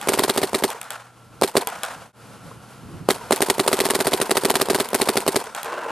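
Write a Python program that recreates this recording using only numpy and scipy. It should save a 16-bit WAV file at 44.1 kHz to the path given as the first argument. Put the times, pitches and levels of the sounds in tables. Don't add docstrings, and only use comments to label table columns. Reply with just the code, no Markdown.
import sys
import numpy as np
from scipy import signal
from scipy.fft import rfft, irfft, next_fast_len
from scipy.io import wavfile

SR = 44100
rng = np.random.default_rng(int(sys.argv[2]) if len(sys.argv) > 2 else 0)


def magnitude_from_level(level_db):
    exponent = np.asarray(level_db, float) / 20
    return 10 ** exponent


def dump(signal):
    limited = np.clip(np.atleast_2d(signal).T, -1, 1)
    pcm = np.round(limited * 32767).astype(np.int16)
    wavfile.write(sys.argv[1], SR, pcm)


N = 260612
MS = np.arange(SR // 5) * 1000 / SR - 10

# t/s, level/dB
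AIR_LEVEL = [(0, -35.5), (.8, -47.5), (1.1, -54), (1.7, -43.5), (2.5, -45.5), (3.05, -46), (3.25, -38),
             (5.4, -38.5), (5.6, -52.5)]
# f/Hz, level/dB per Hz
AIR_COLOUR = [(120, -18), (200, -3), (387, -13), (473, -4), (647, -8.5), (749, -7), (1230, -9), (1400, -7),
              (1810, -17.5), (2910, -18), (3690, -21.5), (4430, -21.5), (7010, -24.5), (11300, -22.5),
              (16000, -45)]
# f/Hz, pitch waver/Hz, level/dB
HUM_TONES = [
    (118.4, 4, -52),
    (1357, 1.2, -58.5),
]
# f/Hz, level/dB per Hz
WIND_COLOUR = [(15, -62), (25, -21), (118, -1.5), (168, -3), (227, -8.5), (336, -11.5), (400, -14),
               (520, -47), (880, -120)]
# t/s, level/dB, rise/s, fall/s
GUSTS = [(1.27, -56, .04, .1), (1.4, -51, 0.14, .02), (2.0, -52.5, 0.15, 0.16), (2.3, -47.5, .3, .3),
         (2.47, -45, .04, .06), (2.56, -45.5, 0.025, 0.086), (2.7, -64, 0.18, 0.18),
         (2.855, -42, 0.076, 0.064), (2.91, -42, .1, 0.091), (2.962, -35, 0.039, 0.021),
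         (3.016, -31.5, 0.021, 0.042), (3.2, -48, 0.3, 0.69)]
# f/Hz, level/dB per Hz
THUMP_COLOUR = [(18, -10.5), (40, -3), (70, -7), (110, -7), (170, 6.5), (230, -1), (330, -42.5)]
# f/Hz, likeness/1
LIKENESS = [(60, 1), (150, 0.78), (400, 0.91), (1400, 0.97), (3000, 1), (6000, 0.74), (10000, 1),
            (15000, .65)]
# f/Hz, phase/rad
PORT_LEAD = [(200, 0.3), (4000, 0.17), (8000, 0.7), (12300, 1.54), (16000, 1.3)]
# f/Hz, width/Hz, level/dB
HOPPER_MODES = [(360, 42, -11), (465, 54, -3), (610, 73, -5), (854, 72, -5.5), (1050, 80, -1.5),
                (1375, 76, -6), (1550, 110, -5), (2100, 540, -18), (2700, 270, -11)]
# t/s, level/dB
TUMBLE_SURGES = [
    (5.665, -42),
    (5.735, -29.5),
    (5.785, -33.5),
    (5.85, -37),
    (5.868, -40),
    (5.9, -37),
]
# t/s, peak/dB
TICKS = [(.028, -26), (.127, -24), (.583, -23), (1.4138, -13), (1.691, -38), (1.789, -32), (1.936, -38),
         (5.459, -32), (5.564, -26), (5.646, -25), (5.865, -39)]
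# t/s, level/dB
FEED_BUMPS = [
    (2.514, -33.5),
    (3.0, -46),
]
# t/ms, level/dB, spread/ms
WALL_RETURNS = [
    (30, -6, 5),
    (51, 4, 4),
    (61, 1, 3),
    (109, 5, 6),
    (133, 1, 7),
]
# f/Hz, level/dB per Hz
YARD_COLOUR = [(88, -49), (150, -7), (294, 1), (477, 8.5), (556, -5), (1030, 10), (1180, -20), (1430, -8.5),
               (1950, -3), (3090, -19.5), (6810, -20), (8920, -17.5), (15000, -39)]
# f/Hz, t60/s
YARD_T60 = [(200, 0.12), (1000, 0.59), (4000, 1), (12000, 1)]
# t/s, crack peak/dB, plank level/dB
SPLATS = [(0.0131, -14, -25.5), (0.3557, -21, -41), (0.415, -26, -35), (0.703, -12, -27),
          (0.8142, -12.5, -34.5), (0.9049, -11, -27.5), (1.6722, -6.5, -21), (1.8337, -6.5, -21),
          (3.361, -9.5, -30), (3.7687, -14, -26), (4.1734, -20, -32), (4.351, -25, -46), (4.416, -25, -34),
          (4.8881, -12.5, -36), (5.2044, -13, -48), (5.4407, -20, -30), (5.5487, -13.5, -23.5),
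          (5.6311, -13, -29)]
# f/Hz, level/dB per Hz
SHELL_COLOUR = [(290, -30), (500, -22), (1340, -1), (3590, 2.5), (4730, -9.5), (8450, 3), (10100, -1.5),
                (11500, 3), (14500, -10), (16000, -28)]
# t/ms, f/Hz, signed height/1, held/ms, t60/ms
SHELL_SNAP = [
    (0, 3300, .5, .12, 2.2),
    (.05, 9500, .45, .1, 1.6),
    (1.4, 8500, -.25, .1, 2),
]
# f/Hz, level/dB, four times the t60/s
PLANK_MODES = [(820, 9.5, 0.27), (1016, 3.5, 0.17), (1384, 6, 0.072), (1710, -7.5, 0.093),
               (1981, -16, 0.032), (2280, -24, 0.014), (3300, 4, 0.2), (4300, -17, 0.016)]
# t/ms, level/dB
FENCE_ECHOES = [
    (1.4, -13),
    (16, -9),
    (28.5, -14),
    (101, -29),
]
# f/Hz, level/dB per Hz
SPLAT_TAIL_COLOUR = [(150, -63), (250, -32), (411, -36), (505, -7), (711, -1.5), (1170, -3), (1410, -1),
                     (1950, -11), (5370, -20.5), (9130, -20), (15000, -33)]
# t from blast/ms, f/Hz, signed height/1, held/ms, t60/ms
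SWINGS = [(-5.05, 2100, -.2, .4, 4), (-4.2, 660, .19, 2.2, 3), (-3.7, 1000, -.16, 1.4, 7),
          (-2.9, 380, .13, 1, 4), (-2.55, 1300, .12, .4, 4), (-1.4, 560, -.21, .6, 4),
          (-.5, 620, -.21, 1.3, 6), (-.24, 3900, -.4, .2, 2.2), (-.1, 8800, -.2, .15, 2.5),
          (1.9, 1900, .1, .3, 4), (2.6, 260, -.06, 2, 20), (4.9, 400, .23, 1.9, 4),
          (7.4, 400, .185, 3.8, 11), (15.2, 380, .04, 3.5, 38), (36.8, 4250, .02, 1.5, 18),
          (36.9, 950, .03, 1.5, 15), (47.8, 900, .042, 4.5, 20), (58, 1000, .025, 2, 12),
          (105, 950, .018, 7, 30)]
# t from crest/ms, f/Hz, signed height/1, held/ms, t60/ms
POP_SWINGS = [
    (-1.15, 800, -1.0, .62, 1),
    (-.52, 430, .95, .5, 9),
    (-.45, 1000, .24, .5, 5),
    (4.95, 450, .36, .5, 6),
]
# t from blast/ms, level/dB, held/ms, t60/ms
PUFFS = [
    (-5, 2, 2.2, 10),
    (-.2, 5.5, 0.9, 7),
    (1.5, -9.5, 6.8, 80),
    (7, -12, 1.7, 12),
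    (36.5, -15, 1.1, 14),
    (39.5, -13.5, 1.3, 90),
]
# t from pop crest/ms, level/dB, held/ms, t60/ms
POP_PUFFS = [
    (-4.5, -33, 3.5, 5.9),
    (-1.0, -11.5, 1.06, 10.6),
    (-0.5, -25.5, 14, 55),
]
# f/Hz, level/dB per Hz
GAS_COLOUR = [(710, 8.5), (1200, 1), (2450, -5), (4650, -4), (6100, -10), (7020, -7.5), (8000, -6),
              (8720, -2), (10100, -7), (11100, -3.5), (13000, -10.5), (14400, -13.5), (16000, -25)]
# t of blast/s, level/dB
SHOTS = [(0.091, 0.9), (0.1396, -2.3), (0.1935, 0.2), (0.241, -1.8), (0.2995, -0.5), (0.38, 0.4),
         (0.4352, -0.3), (0.5496, 1.4), (0.6421, 2.1), (1.4389, 1.4), (1.5721, 3.2),
         (3.1068, -0.1), (3.3266, 1.8), (3.4237, -0.2), (3.5039, -0.4), (3.6, 2.4), (3.6816, -2.3),
                (3.7342, 0.3), (3.8078, 0.9), (3.8573, -3.1), (3.9069, -2.3), (3.9548, -2.0),
                (4.0085, -1.2), (4.0738, 0.4), (4.1377, 0.3), (4.2187, -1.8), (4.3129, -0.5),
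                (4.3739, -1.7), (4.4534, 0.9), (4.5041, -1.5), (4.5595, -1.8), (4.6179, 0.0), (4.7037, 1.4),
                (4.7512, -2.6), (4.8048, -0.5), (4.9496, -1.2), (5.0183, 1.0), (5.092, 0.4), (5.1742, 0.5),
                (5.2828, 1.4), (5.3632, 1.3)]
SHOT_S, BLAST_DB = np.transpose(SHOTS)

AIR_FLUTTER_DB, BREEZE_DB, BREEZE_LUMP_DB, GUST_DEPTH_DB = 1.6, -60.5, 3.5, 15.5
THUMP_DB, THUMP_HELD_MS, THUMP_T60_MS = -36, 10.4, 116
HUM_WAVER_DB, DUCK_DB, RECOVER_DB_PER_S, TUMBLE_DUCK_DB = 1.5, 13.5, 22.5, 6
TUMBLE_S, KNOCKS_PER_S, TUMBLE_DB, SWELL_DB_PER_S, SURGE_S = 5.64, 1300, -34.5, 13, 0.017
YARD_SHOT_DB, SCATTER_DB, SNAP_DB = -40.5, -11, -7
SWING_SCATTER_DB, SLIP_MS, PITCH_SLIP = 1.1, .04, .018
LOADER_PER_S, LOADER_DB, GAS_CUT_HZ = 170, -21.5, 750
POP_DB, SINK_DB, SINK_LIMIT_DB, CLIMB_DB_PER_S, OPENING_SINK_DB = -.6, 8.2, 13.6, 28, 8.5
HURRIED_GAP_S, HURRY_FADE_S, HURRY_LOSS_DB = .048, .009, 2.2
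HISS_DB, HISS_KNEE_DB, HISS_FOLLOWS = -14, 9, 0.57
POP_HISS_FOLLOWS, POP_HISS_DB = 0.82, -2.5
VALVE_LEAD_MS, HURRY_LAG_MS, STICK_MS, STICK_AFTER_S = 16.8, 1.0, .8, 1.0
CUT_S, FADE_OUT_S, FADE_IN_S, CUT_DB, FADE_BEND = 2.125, 0.089, 0.094, -37, 0.98
BODY_CUT_HZ, MIC_CUT_HZ = 112, 45


def at_hz(points, hz):
    f, value = np.transpose(points)
    return np.interp(np.log(hz + 1), np.log(f), value)


def lumps(rate_hz):
    count = int(N * rate_hz / SR) + 2
    return np.interp(np.arange(N) * rate_hz / SR, np.arange(count), rng.standard_normal(count))


def cut(x, order, hz, kind="high"):
    return signal.sosfilt(signal.butter(order, hz, kind, fs=SR, output="sos"), x)


def noise(colour, size=N):
    grid = next_fast_len(size)
    hz = np.arange(grid // 2 + 1) * SR / grid
    mid, side = rfft(rng.standard_normal((2, grid))) * magnitude_from_level(at_hz(colour, hz))
    alike = np.clip(at_hz(LIKENESS, hz), 0, 1)
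    sides = np.array([[1], [-1]])
    ports = np.sqrt(1 + alike) * mid + np.sqrt(1 - alike) * side * sides
    ports = ports * np.exp(.5j * at_hz(PORT_LEAD, hz) * sides)
    both = irfft(ports, grid)[:, :size]
    return both / np.sqrt(np.mean(both ** 2))


def dying(ms, held_ms, t60_ms):
    return (ms >= 0) * magnitude_from_level(-60 * np.clip(ms - held_ms, 0, None) / t60_ms)


def played(times_s, db, shape, lead_ms=0):
    clicks = np.zeros(N + SR)
    at = np.round((np.asarray(times_s) + lead_ms / 1000) * SR).astype(int)
    np.add.at(clicks, at, magnitude_from_level(db))
    return signal.oaconvolve(clicks, shape)[:N]


def swings(times_s, db, rows):
    at, hz, height, held, t60 = np.transpose(rows)[:, :, None]
    out, ms = np.zeros(N + SR), MS[:SR // 7]
    chances = rng.standard_normal((len(times_s), 3, len(rows), 1))
    for s, level_db, (slip, strength, pitch) in zip(times_s, db, chances):
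        late = ms - at - SLIP_MS * slip
        turn = 2 * np.pi * hz * (1 + PITCH_SLIP * pitch) * late / 1000
        level = height * magnitude_from_level(level_db + SWING_SCATTER_DB * strength)
        wave = level * np.sin(turn) * dying(late, held, t60)
        start = round((s - .01) * SR)
        out[start:start + len(ms)] += wave.sum(axis=0)
    return out[:N]


def resonate(x, hz, width_hz):
    r = np.exp(-np.pi * width_hz / SR)
    return signal.lfilter([(1 - r * r) / 2, 0, (r * r - 1) / 2],
                          [1, -2 * r * np.cos(2 * np.pi * hz / SR), r * r], x)


def compressor():
    t = np.arange(N) / SR
    since_s = t - np.append(0, SHOT_S)[np.searchsorted(SHOT_S, t)]
    hum = 0
    for hz, waver_hz, db in HUM_TONES:
        hum = hum + magnitude_from_level(db + 3.5) * np.sin(2 * np.pi * np.cumsum(hz + waver_hz * lumps(12)) / SR)
    duck_db = np.clip(DUCK_DB - RECOVER_DB_PER_S * since_s, 0, None)
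    duck_db = duck_db + TUMBLE_DUCK_DB * np.clip((t - TUMBLE_S + .2) / .1, 0, 1)
    return hum * magnitude_from_level(HUM_WAVER_DB * lumps(14) - duck_db)


def wind():
    t = np.arange(N) / SR
    level = magnitude_from_level(BREEZE_DB + BREEZE_LUMP_DB * lumps(8.6))
    for at, db, rise_s, fall_s in GUSTS:
        away = np.maximum((at - t) / rise_s, (t - at) / fall_s)
        level = level + magnitude_from_level(db - GUST_DEPTH_DB * away)
    return level * noise(WIND_COLOUR)


def background():
    air_db = np.interp(np.arange(N) / SR, *np.transpose(AIR_LEVEL))
    air = magnitude_from_level(air_db + AIR_FLUTTER_DB * lumps(24.68)) * noise(AIR_COLOUR)
    buffet = played(SHOT_S, BLAST_DB + THUMP_DB, dying(MS + 10, THUMP_HELD_MS, THUMP_T60_MS), lead_ms=-14)
    return air + compressor() + wind() + buffet * noise(THUMP_COLOUR)


def hopper():
    start = round(TUMBLE_S * SR)
    t = np.arange(start, N) / SR
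    level = magnitude_from_level(TUMBLE_DB + SWELL_DB_PER_S * (t - TUMBLE_S))
    for s, db in TUMBLE_SURGES:
        level = level + magnitude_from_level(db - 4) * np.exp(-((t - s) / SURGE_S) ** 2)
    knocks = (rng.random(N) < KNOCKS_PER_S / SR) * magnitude_from_level(2.7 * np.minimum(rng.exponential(1, N), 3))
    knocks = (knocks * rng.choice([-1, 1], N))[start:]
    shell = 0
    for hz, width_hz, db in HOPPER_MODES:
        strength = rng.normal(0, 1, N - start)
        shell = shell + magnitude_from_level(db) * resonate(knocks * strength + 1e-18, hz, width_hz) / np.sqrt(width_hz)
    shell = shell / shell.std() + magnitude_from_level(-7) * noise(YARD_COLOUR)[:, start:]
    return np.pad(shell * level * magnitude_from_level(1.4 * lumps(120)[start:]), ((0, 0), (start, 0)))


def ticks():
    bump = [(0, 1050, 0.95, 2, 22), (.3, 1270, .5, 1.5, 18), (0, 474, 0.29, 2.8, 40)]
    bumps = swings(*np.transpose(FEED_BUMPS), bump)
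    s, db = np.transpose(TICKS)
    return played(s, db, dying(MS + 10, 0.23, 6.5)) * noise(GAS_COLOUR) + bumps


def yard():
    ms = np.arange(SR) * 1000 / SR
    turbulent = 1 + 1.3 * rng.standard_normal(N)
    blows = played(SHOT_S, BLAST_DB + YARD_SHOT_DB, dying(MS + 10, 0.053, 1.63)) * turbulent
    returns = magnitude_from_level(SCATTER_DB) * np.minimum(ms / 15, 1)
    for at, db, spread_ms in WALL_RETURNS:
        returns = returns + magnitude_from_level(db) * np.exp(-((ms - at) / spread_ms) ** 2)
    scatter, answer = noise(YARD_COLOUR, size=SR), 0
    for low_hz in 100 * 2. ** np.arange(7):
        high_hz = 2.4 * low_hz if low_hz > 5000 else 2 * low_hz
        band = cut(scatter, 2, [low_hz, high_hz], "band")
        slope = np.diff(band, prepend=0) * SR / (9 * low_hz)
        answer = answer + slope * returns * dying(ms, 0, 1000 * at_hz(YARD_T60, 1.32 * low_hz))
    return signal.oaconvolve(blows[None], answer, axes=1)[:, :N]


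def fence():
    s, crack_db, plank_db = np.transpose(SPLATS)
    ms = MS + 10
    gate = sum(magnitude_from_level(db) * dying(ms - at, 0.15, 7.8) for at, db in [(0.017, 0)] + FENCE_ECHOES)
    crack = played(s, crack_db - 7.0, gate) * noise(SHELL_COLOUR)
    snap = swings(s, crack_db + SNAP_DB, SHELL_SNAP)
    ring = 0
    for hz, db, t60_s in PLANK_MODES:
        ring = ring + magnitude_from_level(db) * np.sin(2 * np.pi * hz * ms / 1000) * dying(ms, 0, 250 * t60_s)
    knock = played(s, plank_db - 14, ring)
    long_ms = np.arange(SR // 2) * 1000 / SR
    tail = played(s, plank_db - 9.5, dying(long_ms - 3, 22.5, 554))
    rough = magnitude_from_level(3.0 * lumps(140) + 0.96 * lumps(760))
    return crack + snap + knock + tail * rough * noise(SPLAT_TAIL_COLOUR)


def valve_levels():
    gap_s = np.diff(SHOT_S, prepend=SHOT_S[0] - 1)
    hurry = np.exp(-np.clip(gap_s - HURRIED_GAP_S, 0, None) / HURRY_FADE_S)
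    sunk_db = [OPENING_SINK_DB]
    for pause_s in gap_s[1:]:
        pressed_db = min(sunk_db[-1] + SINK_DB, SINK_LIMIT_DB)
        sunk_db.append(max(pressed_db - CLIMB_DB_PER_S * pause_s, 0))
    loss_db = np.array(sunk_db) + HURRY_LOSS_DB * hurry
    lead_ms = VALVE_LEAD_MS + HURRY_LAG_MS * hurry
    lead_ms = lead_ms + STICK_MS * (gap_s > STICK_AFTER_S + .1)
    hiss_db = HISS_DB - HISS_FOLLOWS * np.clip(loss_db - HISS_KNEE_DB, 0, None)
    return -lead_ms, POP_DB - loss_db, hiss_db


def puffs(rows):
    return sum(magnitude_from_level(db) * dying(MS - at, held, t60) for at, db, held, t60 in rows)


def marker():
    valve_ms, pop_db, hiss_db = valve_levels()
    valve_s = SHOT_S + valve_ms / 1000
    body = swings(SHOT_S, BLAST_DB - .5, SWINGS) + swings(valve_s, pop_db, POP_SWINGS)
    gate = played(SHOT_S, hiss_db, puffs(PUFFS), lead_ms=-10)
    valve_hiss_db = POP_HISS_FOLLOWS * pop_db + POP_HISS_DB
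    gate = gate + played(valve_s, valve_hiss_db, puffs(POP_PUFFS), lead_ms=-10)
    jet = cut(noise(GAS_COLOUR), 2, GAS_CUT_HZ)
    clicks = (rng.random(N) < LOADER_PER_S / SR) * magnitude_from_level(3.7 * np.minimum(rng.exponential(1, N), 3))
    clatter = signal.lfilter([1], [1, -.97], clicks)
    clatter = clatter * played(SHOT_S, hiss_db + LOADER_DB, dying(MS, 57, 240))
    return body * magnitude_from_level([[-.8], [.8]]) + (gate * magnitude_from_level(3.25 * lumps(900)) + clatter) * jet


def joint():
    t = np.arange(N) / SR - CUT_S
    ramp = np.clip(np.maximum(-t / FADE_OUT_S, t / FADE_IN_S), 0, 1)
    return np.clip(ramp ** FADE_BEND, magnitude_from_level(CUT_DB), 1)


def scene():
    shooting = hopper() + ticks() + yard() + fence() + marker()
    no_bass = signal.butter(2, BODY_CUT_HZ, "high", fs=SR, output="sos")
    return (background() + signal.sosfiltfilt(no_bass, shooting, padtype=None)) * joint()


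def low_pass(x):
    return signal.sosfilt(signal.butter(12, 16660, fs=SR, output="sos"), x)


def record(dry):
    thin = cut(dry, 1, MIC_CUT_HZ)
    limited = .93 * thin / (1 + (.95 * thin) ** 6) ** (1 / 6)
    mix = signal.sosfilt(signal.cheby2(12, 85, 16900, fs=SR, output="sos"), limited)
    return low_pass(mix)


dry = scene()
out = record(dry)
dump(out)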